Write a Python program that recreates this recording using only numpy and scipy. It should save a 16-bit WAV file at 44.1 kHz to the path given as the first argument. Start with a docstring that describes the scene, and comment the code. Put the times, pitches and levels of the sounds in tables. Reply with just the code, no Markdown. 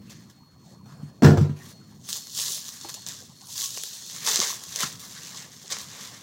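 """Over a low room hum, film first crackles faintly; then a cardboard box is put down with a dull, bouncing thump.
Hands turn and unwrap a parcel in bubble wrap: countless tiny buckles, a few loud snaps, ringing air cells.
Buckles are short decaying cosines, snaps are filtered clicks, and the box is a sum of decaying panel modes.
A short reverberant tail follows both; shaped noise makes hum and hiss, a wavering sine makes a thin whine."""
import sys
import numpy as np
from scipy import signal
from scipy.fft import rfft, irfft, next_fast_len
from scipy.io import wavfile
from scipy.ndimage import uniform_filter1d, map_coordinates

SR = 44100
rng = np.random.default_rng(int(sys.argv[2]) if len(sys.argv) > 2 else 0)


def materialize(psi):
    """Save the field psi as 16-bit PCM at rate SR to the path in sys.argv[1].

    A 1-D psi becomes a single channel; in a 2-D psi each row is a channel.
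    """
    bounded = np.clip(np.atleast_2d(psi).T, -1, 1)
    quanta = np.round(bounded * 32767).astype(np.int16)
    wavfile.write(sys.argv[1], SR, quanta)


N = 274434


def amp(db):
    """Decibel law: the amplitude gain of a level in dB."""
    return 10 ** (np.asarray(db) / 20)


def unit(x):
    """Normalisation by mean power: x at rms 1."""
    return x / np.sqrt(np.mean(x ** 2) + 1e-20)


def along(points, hz):
    """Interpolation of (frequency, value) points on a logarithmic frequency axis."""
    f, v = np.transpose(points)
    return np.interp(np.log(hz + 1), np.log(f + 1), v)


def level_curve(rows):
    """Linear interpolation of (time, level) rows to one level per sample."""
    s, level_db = np.transpose(rows)
    return np.interp(np.arange(N) / SR, s, level_db)


def wobble(rate):
    """Slow random modulation: a smooth curve through `rate` random knots a second."""
    knots = rng.standard_normal(int(N * rate / SR) + 4)
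    return map_coordinates(knots, [np.arange(N) * rate / SR])


def filtered(x, response):
    """Linear filtering: the spectrum of x times a complex response of frequency."""
    m = next_fast_len(N + SR // 2)
    return irfft(rfft(x, m) * response(np.fft.rfftfreq(m, 1 / SR)), m)[:N]


def plain(points):
    """Zero-phase response with the given (frequency, level) shape."""
    return lambda hz: amp(along(points, hz))


def causal(points):
    """Minimum-phase response: folding the cepstrum puts all ringing after its cause."""
    def response(hz):
        cepstrum = irfft(np.log(amp(along(points, hz))))
        half = len(cepstrum) // 2
        cepstrum[1:half] *= 2
        cepstrum[half + 1:] = 0
        return np.exp(rfft(cepstrum))
    return response


def low_cut(corner_hz):
    """Second-order high-pass response: two equal first-order sections in series."""
    return lambda hz: (1j * hz / (corner_hz + 1j * hz)) ** 2


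def patchy(depth_db):
    """Modulated noise: white noise with patches of random gain in time and frequency."""
    z = signal.stft(rng.standard_normal(N + 512), nperseg=512)[2]
    field = uniform_filter1d(rng.standard_normal(z.shape), size=5, axis=0)
    field = uniform_filter1d(field, size=6, axis=1)
    return unit(signal.istft(z * amp(depth_db * unit(field)), nperseg=512)[1][:N])


def buckles(count, spread_db, clump_db, cycles):
    """Crackling noise: creases flip in clumps, most weak and few strong, each a short ring of its own pitch."""
    place, size, pitch, turn = rng.random((count, 4)).T[:, :, None]
    busy = np.cumsum(amp(clump_db * wobble(70)))
    start = np.interp(place, busy / busy[-1], np.arange(N)).astype(int)
    hz = 700 * 24 ** pitch
    t = np.arange(96) / SR
    size_db = -spread_db * np.log(size + .03)  # the offset bounds the strongest buckles
    decay_db = -60 * t * hz / cycles
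    grains = hz * amp(size_db + decay_db) * np.cos(2 * np.pi * (hz * t + turn))
    where = start + np.arange(len(t))
    return unit(np.bincount(where.ravel(), grains.ravel(), N + len(t))[:N])


def handling():
    """Power addition of efforts on film, parcel body and finest creases: resting hands, slow pulls, sudden grabs."""
    # hands resting and shifting on the wrap:
    # (time [s], film effort [dB], parcel body [dB re film])
    holding = [(0, -64, 3), (.6, -71, 0), (1.2, -65, -3), (1.9, -61, -4), (2.07, -53, -9), (2.25, -41, -16),
               (2.83, -41, -10), (3.05, -47.5, -9), (3.35, -56, -12), (3.52, -53, -12), (3.68, -34, -18),
               (4.08, -36, -18), (4.21, -42, -11), (4.6, -43, -11), (4.74, -38, -11), (4.95, -47, -8),
               (5.5, -49, -8), (5.62, -45, -9), (5.9, -48, -8), (6.22, -48, -6)]
    # slow pulls: (time at full strength [s], film effort [dB], time to rise 20 dB, sign ignored [s],
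    # hold [s], t60 [s], parcel body [dB re film], finest creases [dB re film])
    pulls = [(0.713, -56.5, 0.23, .01, .4, -10, -10), (1.564, -55, 0, .04, .3, 0.5, -7),
             (1.711, -43.5, 0.13, .004, .1, -4.5, -5), (2.13, -29.5, 0.0865, .02, .3, -18.5, -6),
             (2.374, -29, 0.09, .17, .5, -19.5, -6.5), (3.51, -45, .01, .02, .3, -15, -4),
             (3.56, -32, .025, .06, .5, -15, -4), (3.64, -29, 0.2, .02, .3, -39, -5.5),
             (4.28, -19.5, 0.06, 0.012, .7, -9, -9.5), (4.418, -26, 0.194, .01, .35, -3.5, -7),
             (4.508, -32, 0.65, .01, .3, -29, -10), (4.807, -27, .09, .025, .35, -6, -6.5),
             (5.347, -39, -0.08, .03, .3, -10, -19), (5.098, -41.5, 0.14, .07, .3, -5, -7),
             (5.236, -41, 0.18, .05, .5, -9.5, -9.5), (5.425, -41, 0.5, .02, .3, -6, -12),
             (5.72, -22.5, .035, .008, .15, -11, -18), (5.79, -35, .05, .03, .2, -9, -10),
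             (5.999, -40, 0.28, .06, .5, -4, -13)]
    # grabs that set many creases off at once: (time [s], film effort [dB], hold [s], t60 [s],
    # parcel body [dB re film], finest creases [dB re film])
    grabs = [(.066, -58, .003, .1, -2, -12), (.096, -48, .02, .5, -4.5, -12), (.298, -53, .005, .3, -4, -9),
             (2.088, -32, .02, .3, -17, -5), (2.682, -34, .004, .1, -15, -8),
             (2.887, -33, .005, .2, -13, -9), (2.942, -33, .004, .14, -12, -10),
             (3.066, -33, .02, .6, -11, -9), (3.411, -45, .005, .25, -14, -10),
             (3.772, -31, .003, .09, -14, -8), (4.76, -32, .004, .12, -14, -7),
             (4.994, -41, .01, .3, -9, -5), (5.702, -26, .012, .18, -10, -8)]
    holding_fine_db, grab_rise_s = -8.5, .001  # finest creases re film; time to rise 20 dB

    t = np.arange(0, N, 16) / SR
    s, film_db, body_db = np.transpose(holding)
    film_db, body_db = np.interp(t, s, film_db), np.interp(t, s, body_db)
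    power = amp(film_db + np.array([0 * t, body_db, holding_fine_db + 0 * t])) ** 2
    sudden = [(s, db, grab_rise_s, *rest) for s, db, *rest in grabs]
    for s, db, rise, hold, t60, *rel_db in pulls + sudden:
        rise_db = np.minimum(20 * (t - s) / abs(rise), 0)
        fall_db = -60 * np.maximum(t - s - hold, 0) / abs(t60)
        envelope = amp(np.maximum(db + rise_db + fall_db, -200))
        power += np.outer(amp([0, *rel_db]), envelope) ** 2
    return np.array([np.interp(np.arange(N) / SR, t, np.sqrt(p)) for p in power])


def snaps(effort, count):
    """Sudden release of stored strain: set loud snaps, and lesser ones that scatter with the effort of the hands."""
    # single buckles that stand out: (time [s], film click before a 6 dB cut [dB],
    # parcel body [dB re film click], finest creases [dB re film click])
    loud = [(.301, -39, -9, -13), (2.0895, -26, -3, -3), (2.104, -16, -23, -15), (2.129, -4.5, -23, -14),
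            (1.59, -36, -14, -8), (1.7, -33, -14, -6), (2.2709, -22.5, -14, -0.5),
            (2.3773, -8.5, -24, -14.5), (2.39, -9, -31, -15), (2.482, -10, -23, -17),
            (2.6828, -17, -32, -5), (2.6905, -17, -25, -4), (2.8127, -21, -19, -5), (2.894, -19, -6, -9),
            (2.901, -21, -18, -19), (2.9417, -16, -39, -4), (3.0206, -27, -28, -2.5),
            (3.065, -12.5, -19.5, -21), (3.0735, -21, -23, 0), (3.087, -14.5, -27, -2),
            (3.4108, -26, -17.5, -31), (3.4708, -26, -24, -2), (3.5554, -26, -12, -6),
            (3.5797, -14, -38, -4.5), (3.7747, -15, -6, -12), (3.8362, -9.5, -15, 1.5),
            (4.2061, -18.5, -31.5, -25), (4.2661, -7, -31, -24), (4.2742, -3.5, -8.5, -30),
            (4.3327, -7, -18, -16), (4.346, -12, -13, -13), (4.359, 0, -15, -5), (4.3923, -5, -27, -9),
            (4.4021, -2, -9.5, -16), (4.4152, -5, -17, -23), (4.459, -20, -22, -19),
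            (4.6376, -18.5, -16, 1), (4.7601, -7, -20, -3), (4.807, -9.5, -12, 1), (5.6795, -23, -26, -15),
            (5.768, -23, -1, -16), (5.7866, -16, -16, -9)]
    stray_db, stray_spread_db = 3.5, 2.5  # lesser snaps: click level over the film effort, scatter
    stray_body_db, stray_fine_db, stray_colour_db = -19.5, -21, 5.5  # re film click; scatter of both

    luck = rng.standard_normal((count, 3))
    busy = np.cumsum(np.sqrt(effort))
    at = np.interp(rng.random(count), busy / busy[-1], np.arange(N)).astype(int)
    stray = [at / SR,
             effort[at] * amp(stray_db + stray_spread_db * luck[:, 0]),
             stray_body_db + stray_colour_db * luck[:, 1],
             stray_fine_db + stray_colour_db * luck[:, 2]]
    s, peak_db, body_db, fine_db = np.transpose(loud)
    return np.hstack([[s, amp(peak_db - 6.0), body_db, fine_db], stray])


def wrap():
    """Source and filter: buckles, snaps and sliding excite the film, the parcel body and the finest creases."""
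    # colour of the film: (frequency [Hz], relative level [dB])
    film_shape = [(1500, -80), (2400, -16), (3500, -2.5), (4700, -2), (6200, 2.5), (7400, -1), (8600, -10),
                  (10500, -37.5)]
    # colour of the finest creases: (frequency [Hz], relative level [dB])
    fine_shape = [(7000, -30.5), (9000, 4), (11500, 0.5), (14000, 2), (15500, 0), (20000, -1.5)]
    # resonances of the parcel under the film: (frequency [Hz], width [Hz], relative level [dB])
    body_modes = [(434, 170, -4), (1100, 214, 1), (1730, 430, 2.5), (2445, 1830, -3.5)]

    def parcel(hz):
        """Resonance: parallel band-pass modes of alternating sign."""
        total = 0
        for k, (centre, width, db) in enumerate(body_modes):
            damping = 1j * hz * width
            total = total + (-1) ** k * amp(db) * damping / (centre ** 2 - hz ** 2 + damping)
        return total

    crackle = buckles(count=36000, spread_db=4.2, clump_db=3, cycles=4)
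    film, body, fine = handling() * amp(1.63 * wobble(24))  # the grip shifts many times a second
    s, peak, snap_body_db, snap_fine_db = snaps(film, count=320)
    burst = np.arange(200) / SR
    # the crease frays after it jumps
    click = rng.standard_normal((len(s), len(burst))) * 0.16 * amp(-60 * burst / 0.0071)
    click[:, 0] = 1
    where = (np.round(s * SR).astype(int)[:, None] + np.arange(len(burst))).ravel()
    impulse = (np.arange(N) == 0).astype(float)

    out = np.zeros(N)
    # (response, effort, share of buckles, snap level [dB])
    layers = [(causal(film_shape), film, .85, 0),
              (parcel, body, .6, snap_body_db),
              (causal(fine_shape), fine, .65, snap_fine_db)]
    for colour, effort, grain, snap_db in layers:
        sliding = patchy(depth_db=4.5)
        drive = grain * crackle + np.sqrt(1 - grain ** 2) * sliding
        out += amp(-4.0 + 1.06 * wobble(11)) * effort * unit(filtered(drive, colour))
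        height = np.abs(filtered(impulse, colour)).max()  # peak of a unit impulse in this colour
        clicks = (peak * amp(snap_db))[:, None] * click
        train = np.bincount(where, clicks.ravel(), N + len(burst))[:N]
        out += filtered(train, colour) / height
    return out


def pops():
    """Damped oscillation: each air cell gives way and rings briefly at its own pitch."""
    # (time [s], frequency [Hz], level before onset and decay [dB], t60 [s])
    cells = [(2.847, 830, -28.5, 0.03), (3.626, 1100, -43, 0.25), (4.281, 915, -17, 0.012),
             (4.416, 1130, -21.5, 0.02), (4.502, 1070, -27.5, 0.03), (4.527, 1065, -24.5, 0.017),
             (4.823, 1044, -30, 0.068), (4.833, 1330, -14.5, 0.018), (5.72, 1074, -38, 0.14)]
    out, t = np.zeros(N + SR), np.arange(SR // 4) / SR
    for s, hz, db, t60 in cells:
        envelope = amp(db - 60 * t / t60) * (1 - np.exp(-t / 0.001))
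        out[round(s * SR):][:len(t)] += envelope * np.sin(2 * np.pi * hz * t)
    return out[:N]


def box():
    """Modal synthesis: every contact rings the panels of a carton and shakes its loose flaps."""
    # contacts of the box with furniture and floor: (time [s], big-panel thump [dB],
    # frequency pushed most [Hz], small-panel knock [dB], flap rattle [dB])
    blows = [(0.857, -66, 150, -57, -61), (0.921, -33, 149, -70, -54), (.995, -30, 150, -56, -68),
             (1.025, -20, 159, -63, -77), (1.222, -1.5, 226, -16.5, -29.5), (1.232, -7.5, 244, -28, -28),
             (1.245, 5.5, 146, -14, -20.5), (1.266, -3, 100, -14.5, -48), (1.284, -7, 204, -18.5, -42),
             (1.307, -1.5, 153, -21, -41), (1.334, -15, 230, -22.5, -54), (1.372, -4, 98, -21.5, -33),
             (1.411, -2.5, 146, -46, -42), (1.447, -18, 119, -42, -53), (1.494, -11.5, 140, -48, -50.5)]
    # knocks on the parcel, a like carton damped by lap and wrap: columns as for the blows
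    knocks = [(2.847, -40, 110, -37.5, -47), (4.39, -20.5, 180, -31, -63), (4.835, -17.5, 170, -45, -66),
              (5.711, -44, 152, -42, -43)]
    # panel modes: (frequency [Hz], relative level [dB], undamped t60 [s], 0 big or 1 small panel)
    panel_modes = [(97, 0, .2, 0), (146, 0, .13, 0), (208, 0, .12, 0), (262, 0, .12, 0), (315, 0, .1, 0),
                   (376, 2, .14, 1), (445, -1, .1, 1), (510, -5, .08, 1), (600, -8, .08, 1),
                   (660, -9, .08, 1), (735, -10, .08, 1), (850, -12, .07, 1), (940, -11, .07, 1),
                   (1090, -12, .06, 1), (1300, -13, .05, 1), (1600, -13, .06, 1)]
    # colour of the loose flaps: (frequency [Hz], relative level [dB])
    flap_shape = [(500, -6.5), (1000, 4.5), (2000, -6), (3000, -10), (5000, -9.5), (7500, -14.5),
                  (10000, -26.5), (14000, -23), (20000, -28.5)]
    held = .45  # share of the ring time left in a held carton
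    reach_db = 25  # a big panel one octave from the push gets this much less

    panels, flaps, t = np.zeros(N + SR), np.zeros(N + SR), np.arange(SR // 2) / SR
    hz, level_db, t60, small = np.transpose(panel_modes)[:, :, None]
    small = small > .5
    contacts = [(*b, 1) for b in blows] + [(*k, held) for k in knocks]
    for s, thump_db, push_hz, knock_db, rattle_db, free in contacts:
        start = round(s * SR)
        luck_db, bend = rng.standard_normal((2, *hz.shape)) * small  # small panels flex and detune
        big_db = thump_db - reach_db * np.abs(np.log2(hz / push_hz))
        strength_db = np.where(small, knock_db, big_db)
        clock = t + start / SR * ~small  # the big panels bounce in step with their own swing
        slip = .7 * rng.standard_normal(hz.shape)  # never quite in step [rad]
        decay = amp(strength_db + level_db + 2.5 * luck_db - 60 * t / (free * t60))
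        rise = 1 - np.exp(-t * hz / .8)  # a soft contact takes most of a cycle
        swing = np.sin(2 * np.pi * hz * (1 + 0.05 * bend) * clock + slip)
        panels[start:][:len(t)] += np.sum(decay * rise * swing, axis=0)
        shake = amp(-60 * t / 0.18) + 0.45 * amp(-60 * t / 0.0015)
        flaps[start:][:len(t)] += amp(rattle_db) * shake
    rattle = unit(filtered(patchy(depth_db=2.5), causal(flap_shape)))
    return panels[:N] + flaps[:N] * rattle


def scrape():
    """Friction noise: the box scrapes along an edge on its way down."""
    # (frequency [Hz], relative level [dB])
    edge_shape = [(300, -28), (700, 4.5), (1000, -1), (1700, -2), (2200, -12), (6000, -8), (16000, -24)]
    start_s, end_s, level_db = .855, 1.115, -60
    clock = np.arange(N) / SR
    fade = np.clip(np.minimum((clock - start_s) / .004, (end_s - clock) / .015), 0, 1)
    drag = fade * amp(level_db + 1.8 * wobble(30))
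    return drag * unit(filtered(patchy(depth_db=3.5), plain(edge_shape)))


def room(x):
    """Reverberation: diffuse noise whose frequencies each die at their own speed."""
    # (frequency [Hz], t60 [s])
    decay_times = [(250, 0.53), (500, 0.42), (2000, 0.26), (8000, 0.27), (16000, 0.18)]
    hz, t, z = signal.stft(rng.standard_normal(SR // 2), SR, nperseg=256)
    decay = amp(-60 * t / along(decay_times, hz)[:, None])
    tail = signal.istft(z * decay, SR, nperseg=256)[1]
    delayed = np.pad(x, (150, 0))  # samples
    return signal.fftconvolve(delayed, tail / np.linalg.norm(tail))[:N]


def background():
    """Noise and tone: a low swelling rumble, faint hiss and a thin frequency-modulated whine whose level comes
    and goes."""
    # colour of the hum: (frequency [Hz], relative level [dB])
    hum_shape = [(18, -40), (30, -56), (77, -3), (124, 4), (210, 0.5), (470, -21.5), (1000, -49)]
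    # mean level of room hum and bumps through the furniture: (time [s], level [dB])
    rumble_levels = [(0, -42), (.134, -45), (.5, -54), (1.07, -46.5), (1.3, -45), (2.3, -53.5), (2.84, -55),
                     (3.43, -51.5), (3.75, -56.5), (5.0, -48.5), (5.3, -53), (6.22, -50.5)]
    # colour of the hiss: (frequency [Hz], relative level [dB])
    hiss_shape = [(250, 3), (470, 4.5), (1040, 4), (2700, -23), (5500, -26.5), (11400, -38), (14800, -14),
                  (20000, -14)]
    # mean level of the whine: (time [s], level [dB])
    whine_levels = [(0, -64), (1.65, -65), (1.8, -54.5), (2.05, -75), (2.2, -47.5), (2.7, -63), (2.97, -44),
                    (3.2, -75), (3.4, -55.5), (4.2, -50.5), (4.6, -70), (6.22, -70.5)]

    hum = unit(filtered(patchy(depth_db=1.5), plain(hum_shape)))
    hum *= amp(level_curve(rumble_levels) + 1.8 * wobble(6))
    hiss = unit(filtered(patchy(depth_db=6.5), plain(hiss_shape))) * amp(-61.5)
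    phase = 2 * np.pi * np.cumsum(4324 + 4 * wobble(9)) / SR
    whine = amp(level_curve(whine_levels) + 2.2 * wobble(16)) * np.sin(phase)
    return hum + hiss + whine


def scene():
    """Superposition: wrap and box, the room's answer to both, and the background."""
    film = wrap() + pops()
    carton = box() + scrape()
    upper = filtered(carton, low_cut(300))  # the room answers only the carton's upper range
    answer = room(amp(-12) * film + amp(-7.5) * upper)
    return (film + carton + answer + background())[None]


def record(dry):
    """Band limiting and saturation: a small microphone loses deep bass and rounds off the loudest swings."""
    corner_hz, ceiling, top_hz = 70, .85, 15950  # ceiling is an amplitude
    sensed = filtered(dry[0], low_cut(corner_hz))
    rounded = sensed / (1 + np.abs(sensed / ceiling) ** 4) ** (1 / 4)
    return filtered(rounded, lambda hz: hz < top_hz)[None]


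dry = scene()
out = record(dry)
materialize(out)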